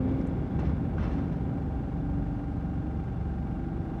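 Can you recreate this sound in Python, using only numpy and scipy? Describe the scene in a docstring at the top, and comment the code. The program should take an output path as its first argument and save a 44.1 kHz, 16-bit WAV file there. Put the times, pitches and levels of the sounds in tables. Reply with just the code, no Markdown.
"""A diesel engine runs at steady speed on a demolition site, heard from behind the fence. Its periodic
cycle gives a harmonic throb and whine, and its knocks excite the resonances of the metal covers.
The excavator rumbles, and its hydraulics drone upward as the grab lifts, over the faint hiss of a water
spray. Early on, masonry tumbles and rubble slides in soft bursts of many small collisions, while single
chips clack and heavy pieces thud; one last thud comes later."""
import sys
import numpy as np
from scipy import signal
from scipy.fft import rfft, irfft
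from scipy.io import wavfile
from scipy.ndimage import uniform_filter1d

SR = 44100
rng = np.random.default_rng(int(sys.argv[2]) if len(sys.argv) > 2 else 0)


def int16_out(signal):
    """Quantize to a 16-bit WAV file."""
    q = np.round(np.clip(np.atleast_2d(signal).T, -1, 1) * 32767)
    wavfile.write(sys.argv[1], SR, q.astype(np.int16))


N = 176400
T = np.arange(N) / SR
CYCLE_HZ, WHINE_WAVER_DB = 23.29, 0.4

def undb(db):
    """Decibels to amplitude ratio."""
    return 10 ** (np.asarray(db) / 20)

def unit(x):
    """Normalise to rms 1."""
    return x / np.sqrt(np.mean(x ** 2))

def curve(table, column=1):
    """Linear interpolation of one column in time."""
    rows = np.array(table, float)
    return np.interp(T, rows[:, 0], rows[:, column])

def noise():
    """White Gaussian noise."""
    return rng.standard_normal(N)

def colour(x, spectrum):
    """Spectral shaping by (freq_hz, gain_db) points, with a roll-off below the first; rms 1."""
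    hz, db = np.array(spectrum, float).T
    f = np.maximum(np.arange(N // 2 + 1) * SR / N, 1)
    gain = undb(np.interp(np.log(f), np.log(hz), db)) / (1 + (hz[0] / f) ** 2)
    return unit(irfft(rfft(x) * gain, N))

def walk(rate_hz):
    """Slow random modulation: held values, smoothed twice; rms 1."""
    hold = int(SR / rate_hz)
    steps = np.repeat(rng.standard_normal(N // hold + 1), hold)[:N]
    return unit(uniform_filter1d(uniform_filter1d(steps, hold), hold))

def burst(start_s, rise_s, decay_s):
    """Envelope of a damped transient: linear rise, exponential decay."""
    age = T - start_s
    return np.clip(age / rise_s, 0, 1) * np.exp(-np.maximum(age - rise_s, 0) / decay_s)

def bursts(table):
    """Joint envelope of incoherent bursts, which add in power."""
    return np.sqrt(sum((undb(db) * burst(start, rise, decay)) ** 2 for start, rise, decay, db in table))

def partials(cycles, table, waver_db):
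    """Harmonics of the cycle rate, each wavering in level and phase in the open air."""
    out = np.zeros(N)
    for harmonic, db in table:
        amplitude = np.sqrt(2) * undb(db + waver_db * walk(5.03))
        turns = harmonic * cycles + rng.random() + 0.051 * walk(4)
        out += amplitude * np.sin(2 * np.pi * turns)
    return out

def exhaust(cycles):
    """Periodic exhaust pulses throb at low harmonics of the cycle rate."""
    # exhaust partials: harmonic, level_db
    throb = [(2, -41.5), (3, -39.5), (4, -45), (5, -41.5), (6, -44.5), (7, -42), (8, -44.5), (10, -51.5),
             (11, -47), (12, -49)]
    return partials(cycles, throb, waver_db=2.18)

def machine_whine(cycles):
    """Periodic machine motion gives a faint whine of high harmonics."""
    # whine partials: harmonic, level_db
    whine = [(27, -63), (29, -66.5), (38, -66), (49, -74), (53, -75), (55, -71), (58, -71), (60, -71.5),
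             (61, -68.5), (62, -71.5), (68, -66)]
    return partials(cycles, whine, WHINE_WAVER_DB)

def gear(cycles, pulse_place=0.75):
    """Beating: neighbouring gear-mesh partials come into phase and pulse once a cycle."""
    # gear-mesh partials: harmonic, level_db
    mesh = [(33, -55), (34, -54), (35, -69.5), (36, -63.5)]
    # swell of the whine: time_s, gain_db
    swell = [(0, -3), (1.8, 0), (4, -0.7)]
    whine = sum(undb(db) * np.sin(2 * np.pi * harmonic * (cycles - pulse_place)) for harmonic, db in mesh)
    return np.sqrt(2) * whine * undb(curve(swell) + WHINE_WAVER_DB * walk(10))

def knock_envelope(cycles, floor=0.5, scatter_db=1.5):
    """Amplitude modulation: a broad and a sharp knock in each cycle rise above a steady floor."""
    # Gaussian pulses: place_cycles, width_cycles, strength
    pulses = [(0.86, 0.1, .65), (.225, .025, .6)]
    train = np.zeros(N)
    for place, width, strength in pulses:
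        offset = (cycles - place + .5) % 1 - .5
        train += strength * np.exp(-.5 * (offset / width) ** 2)
    return floor + undb(scatter_db * walk(35)) * train

def knocks(cycles, envelope, ring_db=-62, clatter_db=-57.5):
    """Knocking has a repeating part with a line spectrum and a random part with a continuous one."""
    # spectrum of the repeating ring: freq_hz, gain_db
    ring_spectrum = [(300, -20.5), (600, -1.5), (1450, -9), (2400, -19), (6000, -44)]
    # spectrum of the random clatter: freq_hz, gain_db
    clatter_spectrum = [(200, -3.5), (500, -2), (900, 4.5), (1500, 0.5), (2000, -8), (2800, -17),
                        (4000, -30), (5000, -37.5), (8000, -37.5), (15000, -48)]
    count = int(SR / CYCLE_HZ)
    pattern = np.interp(cycles % 1, np.arange(count) / count, rng.standard_normal(count))
    ring = undb(ring_db) * colour(pattern * envelope, ring_spectrum)
    clatter = undb(clatter_db) * colour(noise() * envelope, clatter_spectrum)
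    return ring + clatter

def resonate(x, hz, q):
    """Response of a second-order resonator of quality factor q; rms 1."""
    return unit(signal.lfilter(*signal.iirpeak(hz, q, fs=SR), x))

def panels(rattle, bandwidth_hz=65):
    """Forced vibration: the rattle drives the modes of the engine's metal covers."""
    # cover modes: freq_hz, level_db
    modes = [(2270, -76), (2770, -76), (3450, -81)]
    return sum(undb(db) * resonate(rattle, hz, hz / bandwidth_hz) for hz, db in modes)

def diesel(speed_wobble=0.000706):
    """Phase locking: one nearly steady engine cycle times the throb, whines and knocks."""
    cycles = np.cumsum(CYCLE_HZ * (1 + speed_wobble * walk(2.99))) / SR
    envelope = knock_envelope(cycles)
    knocking = knocks(cycles, envelope)
    tones = exhaust(cycles) + machine_whine(cycles) + gear(cycles)
    return knocking + tones + panels(noise() * envelope)

def hydraulics(jitter=0.0059, waver_db=1.3, octave_db=-19):
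    """A fundamental and its octave glide upward in frequency as the grab lifts."""
    # hydraulic drone: time_s, pitch_hz, level_db
    drone = [(0, 262, -29), (.25, 271, -37), (.38, 271, -40), (.52, 272, -52.5), (.92, 275, -42.5),
             (1.2, 277, -38.5), (1.55, 275, -42), (2.0, 284, -42.5), (2.35, 289, -38), (2.54, 295, -44),
             (2.67, 301, -52.5), (2.87, 308, -42), (3.06, 312, -51.5), (3.52, 324, -50), (3.63, 329, -41),
             (4, 334, -48.5)]
    phase = 2 * np.pi * np.cumsum(curve(drone) * (1 + jitter * walk(30))) / SR
    tone = np.sqrt(2) * (np.sin(phase) + undb(octave_db) * np.sin(2 * phase))
    return tone * undb(curve(drone, column=2) + waver_db * walk(18))

def excavator():
    """Low-frequency noise whose amplitude follows the machine's effort."""
    # strength of the rumble: time_s, level_db
    effort = [(0, -29.5), (.35, -32), (.47, -32.5), (1.1, -30.5), (1.7, -33), (2.3, -35.5), (2.6, -36),
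              (3.4, -36), (4, -33.5)]
    # rumble spectrum: freq_hz, gain_db
    spectrum = [(20, -27.5), (32, -18.5), (65, 6.5), (100, -1.5), (170, 1), (350, -10), (480, -16.5),
                (700, -20.5), (2000, -43), (5000, -73.5)]
    return undb(curve(effort)) * colour(noise(), spectrum)

def spray(level_db=-69):
    """Steady broadband noise from the distant water jet that lays the dust."""
    # hiss spectrum: freq_hz, gain_db
    spectrum = [(500, -0.5), (3000, 1), (4200, -4.5), (5200, -7), (10000, -19), (15500, -29.5)]
    return undb(level_db) * colour(noise(), spectrum)

def grains(rate_per_s=2600, spread_db=3, scatter_s=0.0056, scatter_share=0.6):
    """Shot noise: dense collisions of uneven size, smeared by scattering among the walls."""
    sizes = undb(spread_db * np.minimum(rng.exponential(size=N), 4))
    clicks = (rng.random(N) < rate_per_s / SR) * np.sign(noise()) * sizes
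    tail = signal.fftconvolve(clicks, noise() * np.exp(-T / scatter_s))[:N]
    return np.sqrt(1 - scatter_share) * unit(clicks) + np.sqrt(scatter_share) * unit(tail)

def masonry():
    """The overlapping impacts of tumbling masonry merge into a dull noise."""
    # strength of the tumbling: time_s, level_db
    tumble = [(0, -46.5), (.09, -38.5), (.35, -45), (.5, -45.5), (.65, -41.5), (.85, -47), (1.4, -51),
              (2.0, -65.5), (4, -66)]
    # masonry spectrum: freq_hz, gain_db
    spectrum = [(100, -13.5), (300, 8.5), (500, 3.5), (750, -11), (3000, -30), (12000, -68)]
    return undb(curve(tumble)) * colour(grains(), spectrum)

def rubble():
    """Sliding pieces of four sizes collide independently, each size resonating in its own register."""
    # resonance of each size: freq_hz
    piece_hz = (500, 1100, 2200, 4400)
    # slides: start_s, rise_s, decay_s, level_db
    slides = [(.06, 0.024, 0.02, -54), (.588, .005, 0.024, -42), (.632, 0.016, 0.04, -46),
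              (.69, 0.004, 0.012, -46), (.962, 0.04, 0.067, -46.5), (1.005, 0.032, 0.082, -43.5),
              (1.105, 0.011, 0.086, -48), (1.175, 0.0093, 0.055, -48.5), (1.31, 0.015, .06, -54)]
    # rubble spectrum: freq_hz, gain_db
    spectrum = [(150, -9.5), (400, -0.5), (700, 8), (2100, -7.5), (3000, -11), (4300, -22.5), (5800, -23.5),
                (8000, -34), (12000, -51.5)]
    collisions = sum(resonate(grains(), hz, q=1) * np.sqrt(hz) for hz in piece_hz)
    return bursts(slides) * colour(collisions, spectrum)

def chips(relative_bandwidth=0.29):
    """Single bricks and chips clack: heavy damping makes each resonance broad and brief."""
    # clacks: start_s, pitch_hz, level_db
    clacks = [(0.091, 620, -34), (.094, 2900, -60), (.213, 5300, -65.5), (0.265, 6200, -67),
              (.271, 7800, -62), (.597, 1250, -43.5), (.596, 6500, -61), (.606, 2700, -52), (.63, 600, -33),
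              (.695, 5200, -69), (0.982, 1380, -39), (1.028, 780, -38), (1.128, 1300, -48),
              (1.188, 1150, -46)]
    q = 1 / relative_bandwidth
    out = np.zeros(N)
    for start, hz, db in clacks:
        ring = resonate(resonate(noise(), hz, q), hz, q)
        out += undb(db) * ring * burst(start, rise_s=0.0015, decay_s=0.0041)
    return out

def thuds():
    """The impacts of heavy pieces give damped bursts of low-frequency noise."""
    # landings: start_s, rise_s, decay_s, level_db
    landings = [(.23, 0.036, 0.07, -32.5), (.29, 0.018, 0.059, -29), (.545, 0.0093, 0.037, -27),
                (.66, 0.0095, 0.04, -28.5), (.81, 0.032, 0.11, -32.5), (.99, 0.018, 0.1, -29.5),
                (2.19, 0.012, 0.055, -26.5)]
    # thud spectrum: freq_hz, gain_db
    spectrum = [(20, -36.5), (42, -6.5), (62, 11), (90, -9), (130, -3), (250, -12.5), (500, -29),
                (1500, -82)]
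    return bursts(landings) * colour(noise(), spectrum)

def scene():
    """Superposition of all sources at one microphone."""
    machines = diesel() + hydraulics() + excavator()
    debris = masonry() + rubble() + thuds() + chips()
    return (machines + debris + spray())[None]

def record(dry, low_cut_hz=30, top_hz=15700, fade_in_s=0.004):
    """Band limiting: after a brief fade-in, filters cut the deepest bass and the highest treble."""
    highpass = signal.butter(4, low_cut_hz, "high", fs=SR, output="sos")
    lowpass = signal.ellip(8, .2, 70, top_hz, fs=SR, output="sos")
    faded = dry * np.minimum(T / fade_in_s, 1)
    return signal.sosfilt(lowpass, signal.sosfilt(highpass, faded))

dry = scene()
out = record(dry)
int16_out(out)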